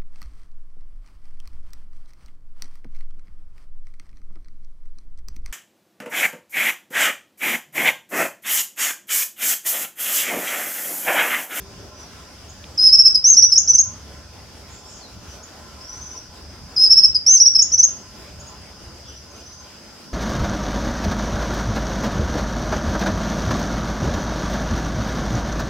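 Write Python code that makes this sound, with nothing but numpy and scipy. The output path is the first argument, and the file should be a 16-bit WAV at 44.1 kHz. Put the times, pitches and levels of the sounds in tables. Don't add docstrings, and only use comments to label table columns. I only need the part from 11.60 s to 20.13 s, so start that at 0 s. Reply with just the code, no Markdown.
import sys
import numpy as np
from scipy import signal
from scipy.fft import rfft, irfft, next_fast_len
from scipy.io import wavfile
from scipy.ndimage import uniform_filter1d, minimum_filter1d, map_coordinates

SR = 44100
rng = np.random.default_rng(int(sys.argv[2]) if len(sys.argv) > 2 else 0)


def wav_record(signal):
    frames = np.transpose(np.atleast_2d(signal))
    bounded = np.clip(frames, -1, 1)
    quanta = np.round(bounded * 32767).astype(np.int16)
    wavfile.write(sys.argv[1], SR, quanta)


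N = 376173

# (frequency [Hz], relative density [dB per Hz])
RUMBLE_SPECTRUM = [(18, -41.5), (30, -22.5), (38, -13), (54, -5.5), (71, 1.5), (90, -4), (120, -9),
                   (150, -11), (195, -10.5), (260, -18.5), (400, -33), (700, -83)]
# (time [s], half length [s], rise [dB])
RUMBLE_SWELLS = [(2.15, .55, 2.5), (6.7, 0.49, 2.5)]
# (centre [Hz], width [Hz], relative level [dB])
DRONE_RESONANCES = [(589.5, 60, -4.5), (850, 45, -6), (1026, 55, -3.5), (1360, 26, -3.5), (1493, 38, -6.5)]
# (frequency [Hz], relative density [dB per Hz])
AIR_SPECTRUM = [(120, -42.5), (200, -4.5), (370, -5), (500, -7), (700, -8), (1000, -12.5), (1400, -11),
                (2200, -15.5), (3400, -15), (4100, -18.5), (6600, -18), (8500, -23), (11500, -26.5),
                (15700, -33.5)]
# (time [s], level [dB])
AIR_LEVEL = [(0, -48.5), (1.1, -48), (1.4, -51), (2.7, -48.5), (4.5, -47.5), (5.6, -51), (6.7, -48),
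             (7.6, -50), (8.53, -48.5)]
# (frequency [Hz], correlation [0-1])
STEREO_LIKENESS = [(60, 1), (130, 0.9), (280, 0.75), (610, 0.75), (1310, 0.73), (2840, 0.4),
                   (6140, 0.00075)]
# (frequency [Hz], relative density [dB per Hz])
CHORUS_SPECTRUM = [(2500, -91), (3700, -31), (4400, -15), (5000, -7), (5600, -9), (6500, -16.5),
                   (8000, -37.5), (10500, -88.5)]
# (frequency [Hz], time to fall 60 dB [s])
TREE_DECAY = [(3000, 0.46), (6000, 0.37), (12000, 0.19)]

# (time [s], length [s], start pitch [Hz], end pitch [Hz], level [dB], buzz depth [Hz])
FAR_CALLS = [(.33, 0.16, 6030, 5730, -45, 60), (3.077, .13, 6800, 7300, -43.5, 750),
             (3.175, 0.22, 5170, 5620, -45, 60), (3.239, .21, 7730, 6000, -43, 830),
             (3.395, .085, 4760, 3720, -42, 150), (3.671, 0.095, 6000, 5900, -41, 260),
             (7.428, .14, 3500, 2850, -47.5, 500)]
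# (time [s], level [dB])
TSIPS = [(.884, -40.5), (3.824, -37.5), (6.79, -38.5), (6.865, -38)]
# (time [s], length [s], first gap [s], first pitch [Hz], crest pitch [Hz], level [dB])
TWITTERS = [(4.203, .36, 0.037, 5360, 6300, -30), (7.389, 0.21, 0.072, 5840, 5850, -43),
            (7.691, 0.312, .051, 6410, 6150, -40)]
# (time [s], length [s], pitch [Hz], level [dB])
TWITTER_SCATTER = (.002, .003, 70, 1.8)
# (time [s], level [dB], centre [Hz])
TICKS = [(1.041, -28.5, 3100), (1.523, -33, 7100), (1.943, -25, 7300), (5.667, -24.5, 7820)]

# (time [s], length [s], main pitch [Hz], level [dB])
LEADS = [(1.175, .123, 5232, -3.5), (5.161, .109, 5227, -4)]
PIPS = [(1.319, .043, 5395, -.5), (1.383, 0.037, 5450, 0), (1.449, .035, 5385, 0), (1.918, .022, 5410, -4),
        (5.298, .045, 5436, -1), (5.363, .039, 5444, -1), (5.428, .034, 5390, -1.5),
        (5.948, .023, 5393, -4.5), (5.986, .022, 5544, -4)]
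TUTS = [(1.545, 0.0232, 5144, -4.5), (1.955, .019, 5500, -7.5), (5.546, .025, 5026, -8)]
ARCHES = [(1.64, .11, 6430, -5.5), (5.662, .12, 6320, -5.5)]
CHIPS = [(1.767, .039, 5930, -0.5), (1.821, .038, 5920, 0), (5.799, .037, 5850, -1.5),
         (5.854, 0.037, 5776, -2)]
FLICKS = [(1.973, .021, 6800, 1), (6.016, .019, 6984, -4)]
TWITS = [(2.075, 0.048, 6360, -1.5), (2.133, 0.037, 6460, -1), (6.118, .043, 6330, -4.5),
         (6.178, 0.039, 6404, -1)]
RISES = [(2.18, 0.0365, 6540, -4), (6.227, 0.032, 6500, -3.5)]

# (share of the length [0-1], pitch [share of the main pitch], level [dB])
LEAD_SHAPE = [(0, 1.08, -18), (.05, 1.01, -10), (.13, .945, -9), (.27, .975, -6), (.76, 1, 0),
              (.89, .985, -1), (.955, .94, -4), (1, .81, -22)]
TWIT_SHAPE = [(0, 0.832, -11.5), (0.15, 0.901, -8.5), (0.36, 0.99, -8.5), (0.52, 0.933, -2.5),
              (0.7, 0.945, 1), (0.85, 0.95, -13.5), (1, 0.817, -17.5)]
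# (first pitch [share of the main pitch], crest [share of the length],
# last pitch [share of the main pitch], loudest moment [share of the length],
# first level [dB], last level [dB])
PIP_ARC = (0.92, 0.6, 0.8672, 0.68, -12, -24)
TUT_ARC = (1.07, .45, 0.92, .45, -11, -22)
ARCH_ARC = (0.83, 0.64, 0.63, 0.6, -2, -11.5)
CHIP_ARC = (0.8777, .58, 0.79, .5, -9.5, -23)
FLICK_ARC = (.76, 0.74, 0.78, 0.49, -18.5, -31.5)
RISE_ARC = (0.7642, 0.45, 0.89, 0.3, -14.5, -12)
# (frequency [Hz], gain [dB])
BEAK = [(3500, -16.5), (4300, -0.5), (4900, -1.5), (7500, -1), (9400, -7), (10500, 2), (11100, -6),
        (11800, -15.5), (13000, -30.5)]

RUMBLE_DB = -45.5
RUMBLE_DROP_AT_S, RUMBLE_DROP_S, RUMBLE_DROP_DB = 8.0, .2, -8.5
ROAR_AT_S, ROAR_RISE_S, ROAR_DB = 7.92, 0.59, -46.5
HUM_HZ, HUM_DB, HUM_FADE_DB_PER_S = 397, -47, 40
INSECT_FAINT_DB, INSECT_DB, INSECT_AT_S, INSECT_RISE_S = -60.5, -51.5, 3.8, 0.94
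TSIP_S, TSIP_START_HZ, TSIP_END_HZ, TSIP_BUZZ_HZ = 0.03, 6450, 7000, 360
TWITTER_SLOWING, TWITTER_DUTY = 1.05, .75
TWITTER_CREST, TWITTER_SWELL_DB = 0.61, 7
TOP_HZ = 15950


def amp(db):
    return 10 ** (np.asarray(db) / 20)


def unit(x):
    return x / np.sqrt(np.mean(x ** 2) + 1e-20)


def along(points, hz):
    f, v = np.transpose(points)
    return np.interp(np.log(hz + 1), np.log(f + 1), v)


def curves(rows):
    s, *cols = np.transpose(rows)
    return [np.interp(np.arange(N) / SR, s, c) for c in cols]


def ramp(start, length):
    return np.clip((np.arange(N) / SR - start) / length, 0, 1)


def wobble(rate, size=N):
    knots = rng.standard_normal(int(size * rate / SR) + 4)
    return map_coordinates(knots, [np.arange(size) * rate / SR])


def filtered(x, response):
    m = next_fast_len(N + SR // 4)
    spectrum = rfft(x, m) * response(np.fft.rfftfreq(m, 1 / SR))
    return irfft(spectrum, m)[..., :N]


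def add(track, s, sound):
    part = track[max(round(s * SR), 0):][:len(sound)]
    part += sound[:len(part)]


def cycles(hz):
    return 2 * np.pi * np.cumsum(hz) / SR


def resonance(hz, centre, width):
    return 1 / (1 + (2 * (hz - centre) / width) ** 2)


def rush(colour, patchy_db):
    z = signal.stft(rng.standard_normal((2, N)), nperseg=512)[2]
    field = rng.standard_normal(z.shape[1:])
    field = uniform_filter1d(field, size=6, axis=0)
    field = uniform_filter1d(field, size=16, axis=1)
    pair = signal.istft(z * amp(patchy_db * unit(field)), nperseg=512)[1][:, :N]

    def mid_side_gain(hz):
        turn = np.arccos(np.clip(along(STEREO_LIKENESS, hz), -1, 1)) / 2
        return colour(hz) * np.array([np.cos(turn), np.sin(turn)])

    mid, side = filtered(pair, mid_side_gain)
    return unit(np.array([mid + side, mid - side]))


def trees(x, near_db, near_t60, tail_db):
    hz, t, z = signal.stft(rng.standard_normal((2, SR * 2 // 3)), SR, nperseg=256)
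    fade = amp(-60 * t / along(TREE_DECAY, hz)[:, None])
    tail = signal.istft(z * fade, SR, nperseg=256)[1]
    t = np.arange(tail.shape[1]) / SR
    near = rng.standard_normal(tail.shape) * amp(-60 * t / near_t60) * (t > .002)
    near_answer = amp(near_db) * near / np.linalg.norm(near[0])
    tail_answer = amp(tail_db) * tail / np.linalg.norm(tail[0])
    return signal.fftconvolve(x[None], near_answer + tail_answer, axes=1)[:, :N]


def arc(form, rise_power=2.1, sag=.4, snap_power=9, fade_power=3):
    first, crest, last, loudest, first_db, last_db = form
    u = np.linspace(0, 1, 100)

    def sides(middle):
        middle = np.clip(middle, .05, .97)
        before = np.maximum(1 - u / middle, 0)
        after = np.maximum(u - middle, 0) / (1 - middle)
        return before, after

    rise, fall = sides(crest)
    attack, release = sides(loudest)
    drop = sag * fall ** 2 + (1 - sag) * fall ** snap_power
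    bend = 1 - (1 - first) * rise ** rise_power - (1 - last) * drop
    level_db = first_db * attack ** fade_power + last_db * release ** fade_power
    return np.transpose([u, bend, level_db])


def syllables(notes, shape, quaver_hz, quaver_depth_hz, overtone_db=-35, tremor_db=-0.7):
    track = np.zeros(N)
    share, bend, swell_db = np.transpose(shape)
    for s, length, main_hz, db in notes:
        u = np.linspace(0, 1, max(int(length * SR), 200))
        quaver = np.sin(cycles(quaver_hz * (1 + 0.092 * wobble(92, len(u)))))
        glide = uniform_filter1d(np.interp(u, share, bend), size=90, mode="nearest")
        roughness_hz = 18 * wobble(500, len(u))
        phase = cycles(main_hz * glide + quaver_depth_hz * quaver + roughness_hz)
        level_db = db + np.interp(u, share, swell_db) + tremor_db * quaver
        effort = amp(level_db) * signal.windows.tukey(len(u), .06)
        add(track, s, effort * (np.sin(phase) + amp(overtone_db) * np.sin(2 * phase)))
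    return track


def background():
    t = np.arange(N) / SR
    air_db, = curves(AIR_LEVEL)

    swell_db = sum(db * np.exp(-((t - s) / half) ** 2) for s, half, db in RUMBLE_SWELLS)
    rumble_db = RUMBLE_DB + swell_db + RUMBLE_DROP_DB * ramp(RUMBLE_DROP_AT_S, RUMBLE_DROP_S)
    rumble_noise = rush(lambda hz: amp(along(RUMBLE_SPECTRUM, hz)), patchy_db=1.5)
    rumble = amp(rumble_db + wobble(6.3)) * rumble_noise

    breeze = rush(lambda hz: amp(along(AIR_SPECTRUM, hz)), patchy_db=1.8)
    air = amp(air_db + 2.0 + 1.3 * wobble(17)) * breeze

    def drone_colour(hz):
        return sum(amp(db) * resonance(hz, centre, width) for centre, width, db in DRONE_RESONANCES)

    drone = amp(air_db - 6 + 1.5 * wobble(12)) * rush(drone_colour, patchy_db=3)

    roar_noise = rush(lambda hz: resonance(hz, 210, 140), patchy_db=2)
    roar = amp(ROAR_DB) * ramp(ROAR_AT_S, ROAR_RISE_S) * roar_noise

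    hum_tone = unit(np.sin(cycles(HUM_HZ + 8 * wobble(40))))
    hum = amp(HUM_DB - HUM_FADE_DB_PER_S * t) * hum_tone
    return rumble + air + drone + roar + hum


def insects():
    tone = np.array([np.sin(cycles(5010 + 65 * wobble(400))) for _ in range(2)])
    chorus = rush(lambda hz: amp(along(CHORUS_SPECTRUM, hz)), patchy_db=1)
    growth = ramp(INSECT_AT_S, INSECT_RISE_S)
    tone_db = INSECT_FAINT_DB + (INSECT_DB - INSECT_FAINT_DB) * growth
    return amp(tone_db) * unit(tone) + amp(-50) * chorus


def twitter(start, length, gap, first_hz, crest_hz, db):
    gaps = gap * TWITTER_SLOWING ** np.arange(np.ceil(length / gap))
    times = np.cumsum(gaps) - gaps
    slack = (times / (TWITTER_CREST * length) - 1) ** 2
    pitches = crest_hz + (first_hz - crest_hz) * slack
    levels = db - TWITTER_SWELL_DB * slack
    notes = np.transpose([start + times, TWITTER_DUTY * gaps, pitches, levels])
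    notes = notes[times < length]
    return notes + rng.standard_normal(notes.shape) * TWITTER_SCATTER


def far_birds():
    notes = [note for run in TWITTERS for note in twitter(*run)]
    calls = syllables(notes, arc(CHIP_ARC), quaver_hz=152, quaver_depth_hz=45)
    tsips = [(s, TSIP_S, TSIP_START_HZ, TSIP_END_HZ, db, TSIP_BUZZ_HZ) for s, db in TSIPS]
    for s, length, start_hz, end_hz, db, buzz_hz in FAR_CALLS + tsips:
        n = int(length * SR)
        buzz = .5 * np.sin(cycles(130 * (1 + 0.25 * wobble(90, n)))) + .5 * wobble(900, n)
        pitch = np.linspace(start_hz, end_hz, n) + buzz_hz * buzz
        add(calls, s, amp(db) * signal.windows.cosine(n) * np.sin(cycles(pitch)))
    return amp(-4.0) * calls + trees(calls, near_db=-6.5, near_t60=.2, tail_db=-4.5)


def ticks(t60=0.0099):
    track = np.zeros(N)
    t = np.arange(SR // 40) / SR
    hz = np.fft.rfftfreq(len(t), 1 / SR)
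    for s, db, centre_hz in TICKS:
        band = 1 / (1 + ((hz / centre_hz - 1) / .35) ** 4)
        noise = irfft(rfft(rng.standard_normal(len(t))) * band, len(t))
        attack = 1 - np.exp(-t / .0003)
        add(track, s, amp(db - 60 * t / t60) * attack * unit(noise))
    return track


def kingbird():
    pip_shape = arc(PIP_ARC, sag=.6, snap_power=5, fade_power=4.1)
    tut_shape = arc(TUT_ARC, sag=.55, snap_power=5)
    song = syllables(LEADS, LEAD_SHAPE, quaver_hz=198, quaver_depth_hz=85,
                     overtone_db=-34, tremor_db=.8)
    song += syllables(PIPS, pip_shape, quaver_hz=214, quaver_depth_hz=17,
                      overtone_db=-35, tremor_db=0.0)
    song += syllables(TUTS, tut_shape, quaver_hz=193.3, quaver_depth_hz=131,
                      overtone_db=-32.5, tremor_db=-1.0)
    high_notes = [
        (ARCHES, arc(ARCH_ARC, sag=.35, snap_power=14, fade_power=7)),
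        (CHIPS, arc(CHIP_ARC, rise_power=1.4, sag=.6)),
        (FLICKS, arc(FLICK_ARC, rise_power=1.1, fade_power=2.2)),
        (TWITS, TWIT_SHAPE),
        (RISES, arc(RISE_ARC, rise_power=1.7, fade_power=2.4)),
    ]
    for notes, shape in high_notes:
        song += syllables(notes, shape, quaver_hz=193.6, quaver_depth_hz=25,
                          overtone_db=-36.0, tremor_db=0.0)
    song = filtered(song, lambda hz: amp(along(BEAK, hz)))
    return song + trees(song, near_db=-6.5, near_t60=0.18, tail_db=-10)


def scene():
    return background() + insects() + far_birds() + ticks() + kingbird()


def record(dry, ceiling=.99, top=1.06, hardness=11):
    needed = np.minimum(1, ceiling / (np.abs(dry).max(axis=0) + 1e-9))
    gain = uniform_filter1d(minimum_filter1d(needed, size=180), size=130)
    fine = signal.resample_poly(dry * gain, 2, 1, axis=1)
    rounded = fine / (1 + np.abs(fine / top) ** hardness) ** (1 / hardness)
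    return filtered(signal.resample_poly(rounded, 1, 2, axis=1), lambda hz: hz < TOP_HZ)


dry = scene()
out = record(dry)
wav_record(out)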